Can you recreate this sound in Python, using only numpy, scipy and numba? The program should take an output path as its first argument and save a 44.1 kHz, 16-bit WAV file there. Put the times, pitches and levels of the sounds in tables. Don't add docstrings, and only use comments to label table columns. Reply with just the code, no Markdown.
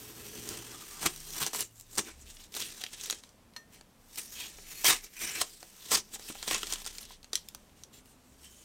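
import sys
import numpy as np
from scipy import signal
from scipy.fft import rfft, irfft
from scipy.io import wavfile
from scipy.ndimage import uniform_filter1d
from numba import njit

SR = 44100
rng = np.random.default_rng(int(sys.argv[2]) if len(sys.argv) > 2 else 0)


def natural_amplitude(level_db):
    exponent = np.asarray(level_db, float) / 20
    return 10 ** exponent


def master_out(mix):
    frames = np.transpose(np.atleast_2d(mix))
    ceiling = np.clip(frames, -1, 1)
    pcm = np.round(ceiling * 32767).astype(np.int16)
    wavfile.write(sys.argv[1], SR, pcm)


N = 381024
TIME = np.arange(N) / SR
STEP = TIME[::32]


def unit(x):
    return x / np.sqrt(np.mean(x ** 2))


def band(x, lo_hz, hi_hz, order=2):
    return signal.sosfilt(signal.butter(order, [lo_hz, hi_hz], "bandpass", fs=SR, output="sos"), x)


def colour(x, table):
    hz, db = np.transpose(table)
    bins = np.maximum(np.fft.rfftfreq(8192, 1 / SR), 1)
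    log_gain = np.interp(np.log(bins), np.log(hz), db) * np.log(10) / 20
    cepstrum = irfft(log_gain)
    cepstrum[1:4096] *= 2
    cepstrum[4097:] = 0
    impulse = irfft(np.exp(rfft(cepstrum)))[:4096]
    return signal.fftconvolve(x, impulse)[:N]


@njit
def svf(x, hz, width):
    y, b, l = np.empty(len(x)), 0., 0.
    for i in range(len(x)):
        g, k = np.tan(np.pi * hz[i] / SR), width / hz[i]
        v = (b + g * (x[i] - l)) / (1 + g * (g + k))
        b, l, y[i] = 2 * v - b, l + 2 * g * v, k * v
    return y


def walk(rate):
    hold = int(SR / rate)
    levels = np.repeat(rng.standard_normal(N // hold + 1), hold)
    return 1.2 * uniform_filter1d(levels, hold)[:N]


def decay(t60, t):
    return natural_amplitude(-60 * t / t60)


def controls(table):
    s, *columns = np.transpose(table)
    return [np.interp(TIME, s, c) for c in columns]


def fade(start, end, edge):
    return np.clip(np.minimum(TIME - start, end - TIME) / edge, 0, 1)


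def span(start, end):
    return slice(max(int(start * SR), 0), int(end * SR))


def yard():
    # hz, level_db (per Hz)
    air_colour = [(24, -35), (40, 1.5), (144, -3), (231, -1), (337, -9.5), (402, -8), (1180, -14.5),
                  (1720, -18.5), (13400, -28), (16000, -36)]
    # time_s, level_db
    rumble = [
        (.85, -77),
        (1.2, -61),
        (1.7, -75),
        (2.3, -64),
        (3.6, -82),
        (4.95, -63),
        (5.5, -76),
        (6.8, -60.5),
        (7.4, -77),
        (8.64, -81),
    ]
    # start_s, end_s, pitch_hz, width_hz, level_db
    drones = [(-.2, .85, 117.2, 6.1, -59.5), (.3, 0.997, 60.3, 11, -69), (0.943, 1.502, 153, 7.5, -57.5),
              (1.546, 2.05, 108, 6.1, -60.5), (2.092, 2.348, 64.4, 23.6, -54),
              (6.8, 7.705, 60.7, 5.1, -65.5), (7.698, 8.403, 139.7, 6.9, -75.5),
              (7.9, 8.491, 259, 30, -68.5), (8.196, 8.894, 61.7, 10, -65.5), (4.2, 4.6, 55, 20, -66),
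              (1.0, 1.5, 52, 20, -65)]
    noise = rng.standard_normal((3, N))
    air_db = -64.5 + 1.0 + 1.6 * walk(2.41)
    out = natural_amplitude(air_db) * unit(colour(noise[0], air_colour))
    deep_hz = np.full(N, 26.)
    deep = unit(svf(svf(noise[1], deep_hz, 9.), deep_hz, 6.2))
    wobble = walk(4.9)
    for start, end, hz, width, db in drones:
        at = span(start, end)
        tone = np.sin(2 * np.pi * np.cumsum(hz + .15 * width * wobble[at]) / SR)
        rough = unit(svf(noise[2, at] + 0, np.full(len(tone), 1. * hz), 1. * width))
        out[at] += natural_amplitude(db) * fade(start, end, 0.074)[at] * (tone + 0.3 * rough)
    return out + natural_amplitude(controls(rumble)[0] + 6.5) * deep


def walls(x):
    t60_s, level_db = 0.11, -13.5
    t = TIME[:SR // 3]
    noise = rng.standard_normal((2, len(t))) * (t > .003)
    low = band(noise[0], 149, 900) * decay(1.6 * t60_s, t)
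    high = band(noise[1], 900, 11600) * decay(t60_s, t)
    tail = low + high
    return natural_amplitude(level_db) * signal.fftconvolve(x, tail / np.sqrt(np.sum(tail ** 2)))[:N]


def knocks():
    # start_s, level_db, pitch_hz
    bumps = [
        (3.078, -45.5, 460),
        (4.586, -46, 404),
        (6.159, -44, 810),
        (6.3, -34.5, 296),
        (6.353, -41, 795),
        (7.107, -47.5, 1010),
    ]
    out, t = np.zeros(N + 2048), TIME[:2048]
    for s, db, hz in bumps:
        knock = np.sin(2 * np.pi * hz * t) + 2.3 * band(rng.standard_normal(len(t)), 300, 2500)
        out[int(s * SR):int(s * SR) + len(t)] += natural_amplitude(db) * knock * decay(0.033, t)
    return out[:N]


def prong():
    # pitch_hz, level_db, t60_s
    modes = [(1821, -7, .26), (4226, 6, .065), (4236, -17, .25), (9658, -20, .1), (5895, -11, .15),
             (6772, -14, .07), (12290, -15, .1), (1250, -9, .06), (980, -11, .05)]
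    level_db = -35.5
    s = round(3.563 * SR) / SR
    t = TIME[:SR // 2]
    ring = sum(natural_amplitude(db) * np.sin(2 * np.pi * hz * t) * decay(t60, t) for hz, db, t60 in modes)
    ring = np.interp(TIME - s, t, ring * np.minimum(t / 0.0015, 1), 0, 0)
    nail = rng.standard_normal(N) * (TIME > s) * decay(0.045, np.maximum(TIME - s, 0))
    ring = ring * (1 + .7 * band(nail, 30, 400))
    return natural_amplitude(level_db) * (natural_amplitude(-6) * ring + 1.3 * band(nail, 600, 6000))


def snaps():
    # start_s, peak_db, ring_hz, thump_db
    cracks = [(0.4897, -19.5, 6440, -39), (1.0625, -10, 7600, -27), (1.1612, -28, 5600, -26),
              (1.3049, -27, 5840, -27), (1.6067, -12, 8800, -39), (1.6254, -21, 7500, -22),
              (1.7983, -31, 7500, -33), (2.5659, -22, 3760, -21.5), (2.603, -19, 5900, -21),
              (3.0582, -22, 3670, -37), (3.0995, -11.5, 3980, -32), (4.1577, -29, 5200, -32),
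              (4.8446, -7.5, 5730, -24), (5.4149, -11, 4640, -13), (6.478, -18.5, 4030, -14),
              (7.4865, -26, 5200, -46), (7.5481, -25, 6100, -20), (1.81, -32, 8200, -35),
              (8.0576, -42, 3390, -30)]
    # start_s, peak_db, ring_hz, thump_db
    muffled = [(1.4645, -12, 5770, -22), (1.5329, -22.5, 5800, -15), (1.5475, -20.5, 8700, -11),
               (1.982, -7.5, 8200, -23.5), (1.9934, -15, 8440, -25), (2.5497, -21, 4200, -26),
               (2.838, -12, 3180, -27), (2.8644, -24, 3230, -32), (3.1084, -11.5, 6970, -30),
               (3.1266, -19.5, 4100, -18), (3.2366, -31, 3840, -23), (3.8107, -36, 4600, -14),
               (4.8645, -7, 5600, -40), (5.217, -23.5, 8510, -19), (5.6288, -29.5, 4500, -12),
               (5.9168, -8.5, 7950, -19), (6.1953, -33, 6270, -11), (6.4276, -20, 4150, -18.5),
               (6.5108, -14.5, 3360, -11), (6.5458, -15, 6600, -23), (6.6314, -14, 3100, -21),
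               (6.6696, -23, 4300, -26), (6.7247, -12.5, 6000, -23.5), (6.8185, -28, 3780, -22.5),
               (6.8632, -20, 8400, -23), (6.9833, -21.5, 4130, -35), (7.2442, -33.5, 4400, -22),
               (7.3316, -12.5, 4600, -23), (7.3548, -7.5, 5780, -47), (7.8358, -27.5, 5750, -35)]
    # start_s, peak_db, ring_hz
    crackles = [(0.4753, -29, 5500), (1.1764, -33, 8560), (1.2032, -29, 8300), (1.2421, -32, 8340),
                (1.3359, -25, 5740), (1.5594, -20, 7900), (1.9535, -26, 8300), (2.369, -34, 3400),
                (2.4394, -35, 7500), (2.5411, -25, 3380), (2.6224, -22, 3840), (2.8135, -27, 3620),
                (3.0116, -23.5, 6600), (3.0373, -23, 5130), (3.273, -45, 3060), (3.2914, -41, 5850),
                (3.5364, -43, 4140), (4.1118, -43, 6660), (5.1677, -31, 7650), (5.1916, -28, 7500),
                (6.5808, -21, 7000), (6.6195, -28, 3140), (6.7578, -23, 3060), (6.8523, -28, 5000),
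                (6.9516, -35, 4800), (7.0294, -30, 4260), (7.0525, -30, 5500), (7.23, -36, 4330),
                (7.3754, -27, 3330), (7.6944, -49, 3350), (1.252, -34, 8500), (1.757, -43, 7000),
                (1.768, -45, 7200), (1.78, -44, 7400), (1.912, -38, 7400), (1.931, -35, 7000),
                (1.946, -34, 7600), (1.962, -28, 8400), (2.5225, -41, 4920), (2.5844, -27, 6020),
                (2.6164, -24, 3390), (2.7974, -34, 6500), (3.0624, -26, 6500), (3.0714, -30, 6000),
                (3.1864, -38, 7190), (4.044, -50, 8300), (4.1752, -27, 4300), (4.356, -33, 6300),
                (4.8675, -5, 5700), (5.355, -26, 7400), (5.605, -38, 8000), (5.7, -43, 8300),
                (6.2245, -35, 4630), (6.5024, -22, 5500), (6.5324, -20, 6000), (6.5574, -22, 3470),
                (6.7364, -15, 7190), (6.8454, -30, 4500), (6.8744, -24, 3390), (6.9294, -36, 5160)]
    rows = [(*row, -5) for row in cracks] + [(*row, -24) for row in muffled]
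    rows += [(*row, -32, -17) for row in crackles]
    out, t = np.zeros(N + 2048), TIME[:2048]
    chance = rng.standard_normal((len(rows), 3, len(t)))
    for (s, db, hz, thump_db, air_db), (spray, thump, air) in zip(rows, chance):
        second_hz = hz * (.55 if hz > 4500 else 1.7)
        ring = np.sin(2 * np.pi * hz * t) + 0.37 * np.sin(2 * np.pi * second_hz * t)
        pop = 0.53 * ring * np.minimum(t / 0.00024, 1) * decay(0.0055, t)
        spray_fall = 0.9 * decay(0.013, t) + 0.2 * decay(0.04, t)
        pop += 0.41 * band(spray, .5 * hz, min(1.9 * hz, 9500)) * spray_fall
        pop += natural_amplitude(thump_db + 13) * band(thump * decay(0.018, t), 300, 1610)
        pop += natural_amplitude(air_db + 0.3) * band(air * decay(0.0045, t), 10000, 16500)
        out[int(s * SR):int(s * SR) + len(t)] += natural_amplitude(db + 0.5) * pop
    return out[:N]


def swell(s, db, rise, hold, fall):
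    drop_db = 20 * np.maximum((s - STEP) / rise, np.maximum(STEP - s - hold, 0) / fall)
    return natural_amplitude(2 * np.maximum(db - drop_db, -120))


def pull():
    # time_s, level_db
    creep = [(0, -51.5), (.44, -49), (1.1, -49), (1.3, -54), (1.5, -70), (3.1, -68), (3.3, -85), (4.1, -90),
             (5.2, -66), (5.44, -49), (5.75, -60), (6.15, -60), (6.4, -48.5), (6.8, -47), (7.2, -76),
             (7.4, -62), (7.9, -75), (8.64, -58)]
    # peak_s, level_db, build_s (per 20 dB), release_s (per 20 dB)
    tugs = [(.498, -44, .2, .5), (1.033, -36, .06, .13), (1.36, -40, .15, .2), (1.428, -29.5, .05, .12),
            (1.807, -63, .3, .15), (2.0, -42, .13, .13), (2.094, -46.5, .08, .05), (2.216, -52, .045, .06),
            (2.3, -48.5, .07, .1), (2.42, -52.5, .3, .1), (2.547, -45, .04, .05), (2.64, -40, .08, .2),
            (2.843, -50, .8, .2), (2.934, -44.5, .06, .1), (3.036, -41.5, .15, .2), (3.12, -48, .1, .14),
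            (3.569, -62, .035, .11), (3.744, -53.5, .045, .085), (4.187, -35, .028, .03),
            (4.2, -43, .11, .3), (4.419, -39.5, .16, .14), (4.83, -43.5, .6, .05), (5.245, -36, .09, .2),
            (5.403, -37, .25, .03), (5.9, -45, .22, .05), (6.297, -41.5, .17, .11),
            (6.638, -44.5, .06, .13), (6.738, -36.5, .11, .03), (7.029, -46.5, .24, .09),
            (7.127, -49.5, .14, .06), (8.445, -53.5, .07, .08)]
    # full_s (full level reached), level_db, hold_s, release_s (per 20 dB)
    rips = [(1.0625, -24, .003, .017), (1.54, -36, .085, .045), (1.98, -26, .014, .012),
            (2.568, -34.5, .004, .02), (2.599, -35, .004, .015), (2.617, -33.5, .007, .02),
            (2.816, -40, .004, .015), (3.036, -39, .005, .015), (4.853, -23, .06, .065),
            (5.04, -44, .01, .04), (5.417, -23, .001, .016), (5.92, -23.5, .038, .015),
            (5.974, -30, .008, .033), (6.138, -40, .016, .03), (6.481, -33, .008, .04),
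            (6.516, -30, .03, .07), (6.869, -39.5, .001, .08), (7.241, -64, .005, .05),
            (7.342, -45, .001, .1), (7.77, -64, .07, .06), (7.934, -57.5, .06, .05), (8.06, -63, .06, .1),
            (1.76, -60, .08, .05)]
    # start_s, end_s, dip_db
    sticks = [(1.485, 1.534, -6), (2.238, 2.258, -5), (2.322, 2.342, -4), (2.374, 2.388, -5),
              (2.468, 2.521, -8), (2.898, 2.923, -5), (2.948, 2.976, -4), (3.205, 3.232, -6),
              (4.163, 4.173, -6), (4.28, 4.325, -4), (4.515, 4.57, -3), (5.08, 5.13, -3),
              (6.165, 6.192, -5), (6.328, 6.35, -5), (6.648, 6.668, -4), (6.834, 6.845, -7),
              (6.915, 6.928, -6), (6.992, 7.008, -7), (7.06, 7.09, -4), (7.885, 7.92, -4), (8.01, 8.05, -4),
              (8.14, 8.24, -5), (8.35, 8.38, -3), (1.83, 1.9, -4), (1.963, 1.977, -10)]
    rip_attack_s = .017
    power = natural_amplitude(2 * np.interp(STEP, *np.transpose(creep)))
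    power = power + sum(swell(s, db, rise, 0, fall) for s, db, rise, fall in tugs)
    power = power + sum(swell(s, db, rip_attack_s, hold, fall) for s, db, hold, fall in rips)
    held_db = sum(db * fade(start, end, .004) for start, end, db in sticks)
    return np.interp(TIME, STEP, 10 * np.log10(power)) + held_db


def threads(level_db, spread_db=4.5, stutter_db=1.9):
    jerk = np.clip((level_db + 64) / 18, .3, 1.)
    sizes_db = spread_db * np.minimum(rng.exponential(size=N), 4)
    return natural_amplitude(sizes_db + jerk * (stutter_db * walk(140) + .4 * walk(40)))


def folds(ticks):
    level_db, patchy_db, width = -18.5, 4.5, .035
    out = 0
    for hz in np.geomspace(3000, 8800, num=8):
        gain = natural_amplitude(patchy_db * walk(12))
        out = out + gain * unit(svf(ticks, hz * (1 + .06 * walk(3)), width * hz))
    return natural_amplitude(level_db) * out


def rings(ticks):
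    # start_s, end_s, pitch_hz, level_db
    free_modes = [(.1, 1.45, 8650, -15), (1.29, 1.4, 5800, -12), (1.975, 1.995, 1410, -9),
                  (4.36, 4.5, 4370, -11), (4.2, 4.5, 6600, -9), (4.34, 4.5, 3220, -8),
                  (4.6, 4.83, 6960, -11), (4.66, 4.83, 2610, -13), (4.6, 4.83, 4340, -11),
                  (4.84, 4.89, 5750, -4), (4.88, 4.92, 1730, -10), (5.15, 5.31, 5870, -6),
                  (5.17, 5.37, 7230, -4), (5.17, 5.29, 8530, -7), (5.15, 5.4, 2410, -9),
                  (5.3, 5.43, 8100, -7), (5.35, 5.43, 4200, -7), (4.84, 4.89, 3270, -5),
                  (5.935, 5.96, 4700, -6), (5.91, 5.95, 1080, -9), (5.91, 5.96, 8020, -8),
                  (5.97, 6.0, 6400, -6), (7.92, 8.0, 7240, -5), (8.0, 8.13, 6330, -6),
                  (8.5, 8.64, 6390, -9), (8.5, 8.64, 6890, -7), (8.43, 8.64, 3080, -8),
                  (8.38, 8.52, 5430, -9), (8.4, 8.5, 7920, -5), (1.99, 2.05, 8600, -6),
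                  (4.89, 4.94, 3700, -7), (1.0, 1.09, 160, -13), (1.0, 1.08, 330, -9),
                  (1.41, 1.47, 150, -15), (2.83, 2.88, 350, -14), (2.8, 2.9, 750, -14),
                  (4.9, 4.95, 1150, -9), (4.835, 4.875, 1020, -9), (6.5, 6.57, 1100, -9),
                  (.72, 1.0, 1200, -12), (8.42, 8.49, 8570, -8), (4.35, 4.49, 2500, -10),
                  (5.2, 5.4, 1750, -11), (5.41, 5.45, 210, -14)]
    out, drift, flicker_db = np.zeros(N), 1 + walk(8) / 120, 3.5 * walk(45)
    for start, end, hz, db in free_modes:
        at = span(start, end)
        own_db = db - 1 + np.roll(flicker_db, 20 * hz)[at]
        mode = unit(svf(ticks[at] + 0, hz * drift[at], 100.))
        out[at] += natural_amplitude(own_db) * fade(start, end, .012)[at] * mode
    return out


def rustles(ticks):
    # start_s, end_s, centre_hz, level_db
    loose_folds = [(1.05, 1.075, 2600, 0), (4.172, 4.2, 2600, -1), (6.275, 6.31, 2800, 0),
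                   (1.28, 1.36, 6500, -1), (1.41, 1.47, 3400, -3), (1.53, 1.6, 7800, 0),
                   (1.62, 1.7, 7200, 2), (1.72, 1.85, 7400, 3), (1.9, 1.975, 7600, 3), (2.0, 2.06, 6500, 0),
                   (2.07, 2.11, 1500, 0), (2.2, 2.235, 7200, 5), (2.26, 2.32, 3300, 0),
                   (2.28, 2.36, 7000, 0), (2.345, 2.37, 9000, 2), (2.39, 2.41, 3400, 2),
                   (2.418, 2.435, 4400, 5), (2.488, 2.5, 3500, 6), (2.6, 2.7, 3100, -2),
                   (2.64, 2.7, 8800, -2), (2.8, 2.9, 3400, 0), (2.98, 3.03, 3300, 0), (3.0, 3.06, 6000, 0),
                   (3.62, 3.655, 8000, 4), (3.895, 3.915, 6500, 4), (4.17, 4.28, 8700, 1),
                   (4.2, 4.36, 6000, 0), (4.35, 4.49, 3100, -1), (4.56, 4.83, 6200, -1),
                   (4.63, 4.83, 2400, -3), (4.6, 4.83, 9100, -4), (5.03, 5.07, 6000, 2),
                   (5.15, 5.4, 2300, -2), (5.5, 5.61, 8200, 1), (5.5, 5.6, 4600, -1), (5.79, 5.9, 3600, -3),
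                   (5.92, 5.96, 5300, 0), (5.98, 6.09, 5500, 1), (6.125, 6.16, 8000, 1),
                   (6.22, 6.29, 5200, 2), (6.24, 6.33, 8400, -1), (6.38, 6.43, 3800, 1),
                   (6.5, 6.58, 2300, -3), (7.36, 7.45, 4600, 3), (4.84, 4.875, 2400, -3),
                   (6.81, 6.835, 12500, -2), (6.955, 6.99, 14000, -2), (7.008, 7.04, 11000, 0),
                   (7.04, 7.17, 3700, 0), (7.92, 8.0, 3500, -1), (8.0, 8.14, 8600, 1),
                   (8.24, 8.34, 7500, 2), (8.5, 8.64, 8800, -2)]
    out, taken = np.zeros(N), np.ones(N)
    for start, end, hz, db in loose_folds:
        at = span(start, end)
        gain = natural_amplitude(db) * fade(start, end, .009)[at]
        centre = np.full(len(gain), 1. * hz)
        width = 900 + .3 * hz
        out[at] += gain * unit(svf(svf(ticks[at] + 0, centre, width), centre, width))
        taken[at] += gain ** 2
    return out, 1 / np.sqrt(taken)


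def peel():
    # hz, level_db (per Hz)
    paper_colour = [(1000, -41), (1700, -5.5), (2120, -6), (3340, -5), (5090, -4.5), (5650, -1), (6850, -3),
                    (8820, -2), (10000, -10), (13000, -37.5), (22000, -120)]
    # time_s, resonance_hz, slack (0-1), tension (0-1), facing the microphone (0-1)
    free_strip = [(0, 2600, .95, .7, .7), (.55, 2800, .9, .65, .55), (.95, 2700, .58, .55, .45),
                  (1.3, 3360, .55, .62, .7), (1.85, 4000, .45, .0, .65), (2.09, 2100, .85, .95, .4),
                  (2.25, 2900, .25, .5, .4), (2.6, 3750, .55, .7, .58), (3.12, 3900, .4, .7, .3),
                  (3.78, 2020, .75, .8, .6), (4.12, 2400, .2, .1, .6), (4.4, 3320, .42, .8, .65),
                  (4.6, 4350, .4, .3, .4), (4.88, 2200, .38, .8, .82), (5.36, 2400, .55, .85, .55),
                  (5.5, 4200, .55, .3, .5), (6.4, 3200, .45, .75, .5), (8.64, 3300, .6, .5, .45)]
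    level_db = pull()
    strip_hz, slack, tension, facing = controls(free_strip)
    boom_db = -30 + 30 * slack
    strip_db = -35 + 36 * tension
    effort_db = np.maximum(level_db, -60) + 45
    slope_db_s = uniform_filter1d(np.gradient(level_db) * SR, size=800)
    easing = np.clip(-slope_db_s / 250, 0, 1)
    body_db = -4 * easing - 18.5 + 12 * slack + .18 * effort_db
    bright_db = -7 * easing - 17.5 + 21 * facing - .1 * effort_db

    ticks = threads(level_db) * rng.standard_normal((6, N))
    paper = unit(colour(ticks[0], paper_colour))
    strip = natural_amplitude(strip_db) * unit(svf(ticks[1], strip_hz, 600.))
    metal = rings(ticks[2])
    bright = natural_amplitude(bright_db + .9 * walk(25)) * unit(band(ticks[3], 10800, 15250, order=3))
    body = natural_amplitude(body_db + 2.1 * walk(25)) * unit(band(ticks[4], 700, 1650))
    flap = unit(band(ticks[5], 179, 438, order=3)) + 0.45 * unit(band(ticks[5], 41, 170))
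    rustle, share = rustles(ticks[5])
    tape = share * (paper + folds(ticks[2]) + rustle + strip + body)
    return natural_amplitude(level_db - 2.5) * (tape + bright + metal + natural_amplitude(boom_db) * flap)


def scene():
    hands = peel() + snaps() + knocks() + prong()
    return (hands + walls(hands) + yard())[None]


def low_pass(x):
    return signal.sosfilt(signal.butter(12, 16980, fs=SR, output="sos"), x)


def record(dry):
    rounded = .5 * np.tanh(2 * dry)
    cut = signal.sosfilt(signal.ellip(8, .2, 60, 15900, fs=SR, output="sos"), rounded)
    return low_pass(cut)


dry = scene()
out = record(dry)
master_out(out)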